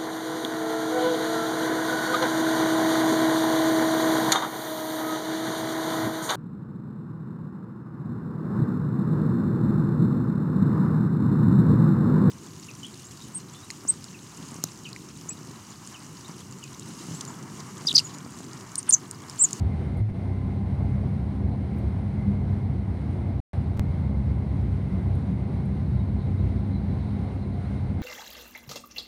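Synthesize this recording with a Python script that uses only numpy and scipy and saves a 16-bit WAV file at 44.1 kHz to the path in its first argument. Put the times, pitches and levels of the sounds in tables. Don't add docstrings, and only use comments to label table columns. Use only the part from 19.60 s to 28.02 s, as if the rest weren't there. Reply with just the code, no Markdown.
import sys
import numpy as np
from scipy import signal
from scipy.fft import rfft, irfft, next_fast_len
from scipy.io import wavfile
from scipy.ndimage import uniform_filter1d

SR = 44100
rng = np.random.default_rng(int(sys.argv[2]) if len(sys.argv) > 2 else 0)


def put_to_file(sound):
    columns = np.atleast_2d(sound).T
    safe = np.clip(columns, -1, 1)
    whole_steps = np.round(safe * 32767)
    wavfile.write(sys.argv[1], SR, whole_steps.astype(np.int16))


def how_loud(loudness_db):
    steps = np.asarray(loudness_db, float) / 20
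    return 10 ** steps


N = 371322


def seconds():
    return np.arange(N) / SR


def curves(tables):
    s, *columns = np.concatenate(tables).T
    return [np.interp(seconds(), s, column) for column in columns]


def unit(x):
    return x / np.sqrt(np.mean(x ** 2))


def noise(points):
    size = next_fast_len(N)
    hz, db = np.transpose(points)
    bin_hz = np.arange(size // 2 + 1) * SR / size + 1e-9
    gain = how_loud(np.interp(np.log(bin_hz), np.log(hz), db, -200, -200))
    return unit(irfft(rfft(rng.standard_normal(size)) * gain, size)[:N])


def even(x, span_s, share):
    k = int(span_s * SR)
    power = uniform_filter1d(uniform_filter1d(x ** 2, k), k)
    return unit(x / (power + .02) ** (share / 2))


def walk(rate_hz):
    k = int(SR / rate_hz)
    held = np.repeat(rng.standard_normal(N // k + 1), k)[:N]
    return uniform_filter1d(uniform_filter1d(held, k), k)


def band(hz, width_hz):
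    half_hz, skirt_hz = width_hz / 2, 3 * width_hz
    return noise([(hz - skirt_hz, -40), (hz - half_hz, -3), (hz, 0), (hz + half_hz, -3), (hz + skirt_hz, -40)])


# start_s, port_ring_db, upper_ring_db, airy_top_db, decay_s
SCUFFS = [(0.369, -62, -82, -67, 0.016), (.389, -70, -82, -78.5, .006), (2.162, -73, -72, -81, 0.016),
          (2.181, -64, -68, -73, 0.011), (5.551, -59, -71, -81, 0.0067), (6.055, -59, -90, -79, 0.0046)]
SCUFF_RISE_S = .0015


def scuffs():
    top = noise([(4000, -14), (10000, 1.5), (15700, -1.0)])
    ring = even(band(9300, 800), .002, .7)
    upper = even(band(13200, 1100), .002, .7)
    out = np.zeros(N)
    for start_s, ring_db, upper_db, top_db, decay_s in SCUFFS:
        since_s = np.maximum(seconds() - start_s, 0)
        shape = (1 - np.exp(-since_s / SCUFF_RISE_S)) * np.exp(-since_s / decay_s)
        out += shape * (how_loud(ring_db) * ring + how_loud(upper_db) * upper + how_loud(top_db) * top)
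    return out


# start_s, level_db, pitch_hz, glide_hz, length_s
SQUEAKS = [(6.04, -69, 3960, -2, 0.046), (6.138, -73, 3750, 0, .04), (6.3849, -66, 3780, 50, 0.05),
           (6.6, -71, 3850, 0, .08), (6.77, -68, 3820, 0, 0.045), (7.125, -61, 4000, 120, 0.075),
           (7.318, -67, 3880, 150, 0.035), (7.465, -71, 3800, 37, .04), (7.545, -67, 3950, -220, 0.04),
           (7.81, -64, 4320, -420, 0.06), (8.04, -65.5, 3850, 500, 0.049), (8.15, -70, 3800, 19, 0.05)]
SQUEAK_WOBBLE_HZ, SQUEAK_RAGGED_DB = 90, 2.5


def squeaks():
    out = np.zeros(N)
    wobble_hz = SQUEAK_WOBBLE_HZ * walk(220)
    ragged = how_loud(SQUEAK_RAGGED_DB * walk(150))
    for start_s, level_db, pitch_hz, glide_hz, length_s in SQUEAKS:
        along = np.clip((seconds() - start_s) / length_s, 0, 1)
        phase = 2 * np.pi * np.cumsum(pitch_hz + glide_hz * along + wobble_hz) / SR
        out += np.sqrt(2) * how_loud(level_db) * np.sin(np.pi * along) * ragged * np.sin(phase)
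    return out


# peak_s, half_width_s, rise_db
CROSSWIND = (7.2, 1.5, 5)
SEAL_DB = -73


def window_seal():
    peak_s, half_width_s, rise_db = CROSSWIND
    wind_db = rise_db * np.exp(-((seconds() - peak_s) / half_width_s) ** 2)
    leak = how_loud(SEAL_DB + wind_db + 2.9 * walk(30)) * band(4000, 640)
    pitch_hz = 3900 + 110 * walk(14) + 90 * walk(200)
    whistle = np.sin(2 * np.pi * np.cumsum(pitch_hz) / SR)
    return leak + how_loud(SEAL_DB - 8 + 1.5 * wind_db + 3 * walk(30)) * whistle


# freq_hz, level_db
AIR = [(900, -28.5), (1100, -2.5), (1470, -1), (1750, -5), (2120, -5), (2610, -10.5), (3400, -14),
       (4300, -16), (5200, -20.5), (7950, -30), (8100, -26.5), (8800, -20), (10000, -25), (10200, -34),
       (15700, -39)]
HISS_DB = -57


def air_hiss():
    return how_loud(HISS_DB + 0.76 * walk(18) + 0.84 * walk(12)) * noise(AIR)


# freq_hz, width_hz, level_db
WHINE = [(486, 2, -64), (690, 40, -65), (798, 16, -60), (1032, 6, -65), (2100, 240, -64.5)]


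def whine():
    return sum(how_loud(db + 1.3 * walk(18)) * band(hz, width_hz) for hz, width_hz, db in WHINE)


# time_s, level_db
DRONE = [
    [(0, -55), (.4, -66), (.7, -60.5), (3.8, -62), (5.4, -72.5), (6, -64), (6.3, -74), (7.2, -74),
     (7.35, -57.5), (7.7, -56.5), (8.15, -56), (8.25, -66), (8.42, -64)],
]


def drone():
    return how_loud(curves(DRONE)[0]) * even(band(702, 10), .05, .6)


# freq_hz, width_hz, relative_db
MESH = [(2066, 8, -2), (2130, 18, -4), (2190, 30, -10)]


def gear_mesh(mesh_db):
    teeth = sum(how_loud(db) * even(band(hz, width_hz), .05, .5) for hz, width_hz, db in MESH)
    return how_loud(mesh_db + 1.8 * walk(14) - 1) * teeth


# freq_hz, level_db
TYRES = [(205, -25), (232, 0), (268, -1), (285, -5), (300, -7.5), (380, -8), (460, -14.5), (500, -15),
         (664, -17), (783, -18), (957, -21.5), (1150, -28), (1500, -50)]
ROAR_DB = -39


def lowpass(x, order, hz):
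    return signal.sosfiltfilt(signal.butter(order, hz, fs=SR, output="sos"), x)


def tyre_roar(jolt_db):
    tyres = noise(TYRES)
    low, upto_mid = lowpass(tyres, 2, 330), lowpass(tyres, 2, 600)
    parts = (low, upto_mid - low, tyres - upto_mid)
    surging = sum(how_loud(1.6 * walk(28) + .5 * walk(11)) * part for part in parts)
    return how_loud(ROAR_DB + 0.53 * jolt_db) * surging


def hum(turn_hz, level_db, orders):
    phase = 2 * np.pi * turn_hz * seconds()
    tones = np.zeros(N)
    for multiple, order_db in orders:
        wavering = multiple * phase + .7 * walk(7) + 6 * rng.random()
        tones += how_loud(order_db + 1.8 * walk(11)) * np.sin(wavering)
    return np.sqrt(2) * how_loud(level_db) * tones


# multiple of the firing rate, relative_db
ENGINE_ORDERS = [(1, -13.5), (2, -1.5), (3, -4), (4, -12.5)]


def engine():
    return hum(67.76, -38.5, ENGINE_ORDERS)


# multiple of the turning rate, relative_db
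SHAFT_ORDERS = [(2, -5.5), (3, -.5), (4, -7.5), (6, -16)]


def drive_shaft(shaft_db):
    return hum(31.53, shaft_db, SHAFT_ORDERS)


# time_s, shaft_db, mesh_db (before gear_mesh takes off 1 dB)
LOAD = [
    [(0, -27, -69), (.09, -31, -61), (.16, -41, -64), (.4, -29.5, -60), (.6, -33.5, -66), (.72, -27.5, -61),
     (.95, -30.5, -66.5), (1.3, -28.5, -61), (1.5, -36, -70), (1.92, -31, -75), (2.08, -39.5, -70),
     (2.27, -30.5, -72), (2.49, -35, -74), (2.62, -30.5, -62.5), (3.28, -29.5, -74.5), (3.45, -37, -68),
     (3.52, -29.5, -64), (3.98, -28, -69.5), (4.48, -39, -67), (4.71, -27.5, -68), (4.81, -38, -67),
     (5.07, -26.5, -80), (5.35, -35.5, -66), (5.51, -25.5, -70), (5.63, -35, -72), (6.85, -26.5, -70),
     (7.01, -32, -79), (7.11, -30.5, -63), (7.34, -32.5, -69), (8.28, -34, -67), (8.42, -30, -62)],
]


def drive_line():
    shaft_db, mesh_db = curves(LOAD)
    return drive_shaft(shaft_db), gear_mesh(mesh_db)


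# peak_s, level_db, pitch_hz
BUMPS = [(.412, -28.5, 105), (1.17, -33, 72), (1.85, -29.5, 75), (2.25, -25, 72), (2.69, -22.5, 200),
         (3.75, -26.5, 78), (4.35, -38, 195), (4.61, -26, 65), (5.359, -25, 190), (5.719, -28, 185),
         (6.07, -26, 195), (6.36, -23, 128), (7.15, -28.5, 195), (8.28, -37, 78)]
BUMP_RISE_S, BUMP_RING_S = 0.035, .03


def bumps():
    out = np.zeros(N)
    for peak_s, level_db, pitch_hz in BUMPS:
        since_s = seconds() - peak_s
        rise = np.exp(-(since_s / BUMP_RISE_S) ** 2)
        decay = np.exp(-np.abs(since_s) / BUMP_RING_S)
        tone = np.sin(2 * np.pi * (pitch_hz * seconds() + rng.random()))
        out += np.sqrt(2) * how_loud(level_db) * np.where(since_s < 0, rise, decay) * tone
    return out


# time_s, shake_db, lean_db (toward long waves)
SHAKE = [
    [(0, -26.5, 3.5), (.7, -33, -5.5), (1.3, -27.5, -1), (2, -28.5, 0), (2.7, -28.5, -2.5), (3.3, -28.5, 0),
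     (3.8, -30, 1.5), (4.6, -25.5, 1), (5.3, -29.5, 1), (5.9, -27.5, -0.5), (6.65, -28, 0.5),
     (7.25, -28.5, -1), (7.75, -31, -2.5), (8.1, -29.5, -1), (8.42, -28, 2)],
]
# freq_hz, level_db
FLOOR = [(28, -48.5), (45, -15.5), (60, -10.5), (72, 2), (85, 0), (100, -9.5), (112, -26.5)]
PANELS = [(95, -20.5), (105, -3), (125, -6), (138, -3), (143, -11), (152, -7.5), (162, -8.5), (172, -12),
          (185, -26.5)]
CABIN = [(150, -30), (165, -7), (185, -5), (200, 0), (212, -6), (226, -12), (245, -30)]
FLOOR_DB, PANELS_DB, CABIN_DB = -3.5, -4.5, -7.5
THROB_DB, THROBS_PER_S = 1.34, 26


def body(jolt_db):
    shake_db, lean_db = curves(SHAKE)
    rings = ((FLOOR, FLOOR_DB + lean_db), (PANELS, PANELS_DB), (CABIN, CABIN_DB - lean_db))
    out = np.zeros(N)
    for colour, share_db in rings:
        level_db = shake_db + jolt_db + share_db + THROB_DB * walk(THROBS_PER_S)
        out += how_loud(level_db) * even(noise(colour), 0.043, 0.84)
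    return out


def scene():
    jolt_db = 0.61 * walk(16)
    shaft, mesh = drive_line()
    background = scuffs() + squeaks() + window_seal() + air_hiss() + whine() + drone() + mesh
    hums = how_loud(jolt_db) * (engine() + shaft)
    return (background + tyre_roar(jolt_db) + hums + bumps() + body(jolt_db))[None]


def microphone(x):
    return signal.sosfilt(signal.butter(3, 47, "high", fs=SR, output="sos"), x)


# start_s, length_s, loop_s, fade_db
BRIDGE = (.418, .072, .0095, -5)


def bridge(x):
    start_s, length_s, loop_s, fade_db = BRIDGE
    start, size, t = int(start_s * SR), int(loop_s * SR), seconds()
    low = lowpass(x, 4, 1200)
    ramp = np.arange(size) / size
    cycle = low[start - size:start] * (1 - ramp) + low[start - 2 * size:start - size] * ramp
    overtone_db = -4 * (np.arange(size // 2 + 1) > 1)
    cycle = irfft(rfft(cycle) * how_loud(overtone_db), size) - cycle.mean()
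    fade = how_loud(fade_db * np.clip((t - start_s) / length_s, 0, 1))
    looped = cycle[(np.arange(N) - start) % size] * fade
    inside = uniform_filter1d(1. * ((t > start_s) & (t < start_s + length_s)), size=150)
    return x * (1 - inside) + inside * (looped + how_loud(-4) * (x - low) + how_loud(-14) * low)


# centre_s, half_width_s, depth_db
SAG = (.522, .022, -6)


def sag(x):
    centre_s, half_width_s, depth_db = SAG
    return x * how_loud(depth_db * np.clip(1 - np.abs(seconds() - centre_s) / half_width_s, 0, 1))


def restart(x, stop_s, length_s):
    t = seconds()
    since_s = np.where(t > stop_s, np.maximum(t - (stop_s + length_s), 0), np.inf)
    bass = lowpass(x, 2, 300)
    return bass * (1 - np.exp(-since_s / 0.022)) + (x - bass) * how_loud(7 * np.exp(-since_s / 0.021))


# stop_s, length_s, last_value, first_value (full scale 1)
BREAKS = [(3.8025, .1295, 0, 0), (4.1714, .004, .02, .025), (4.1954, 0, .068, -.076),
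          (.5215, 0, .003, -.003)]


def breaks(x):
    t, n = seconds(), np.arange(N)
    x = restart(x, *BREAKS[0][:2])
    for stop_s, length_s, before, after in BREAKS:
        stop, start = int(stop_s * SR), int((stop_s + length_s) * SR)
        lead = (before - x[stop - 1]) * np.exp(-np.abs(t - stop_s) / .002) * (n < stop)
        tail = (after - x[start]) * np.exp(-np.abs(t - stop_s - length_s) / .002) * (n >= start)
        x = x + lead + tail
        x[stop:start] = 0
    return x


def low_pass(x):
    return signal.sosfilt(signal.butter(12, 15710, fs=SR, output="sos"), x)


def record(dry):
    mix = breaks(sag(bridge(microphone(dry[0]))))
    return low_pass(mix[None])


dry = scene()
out = record(dry)
put_to_file(out)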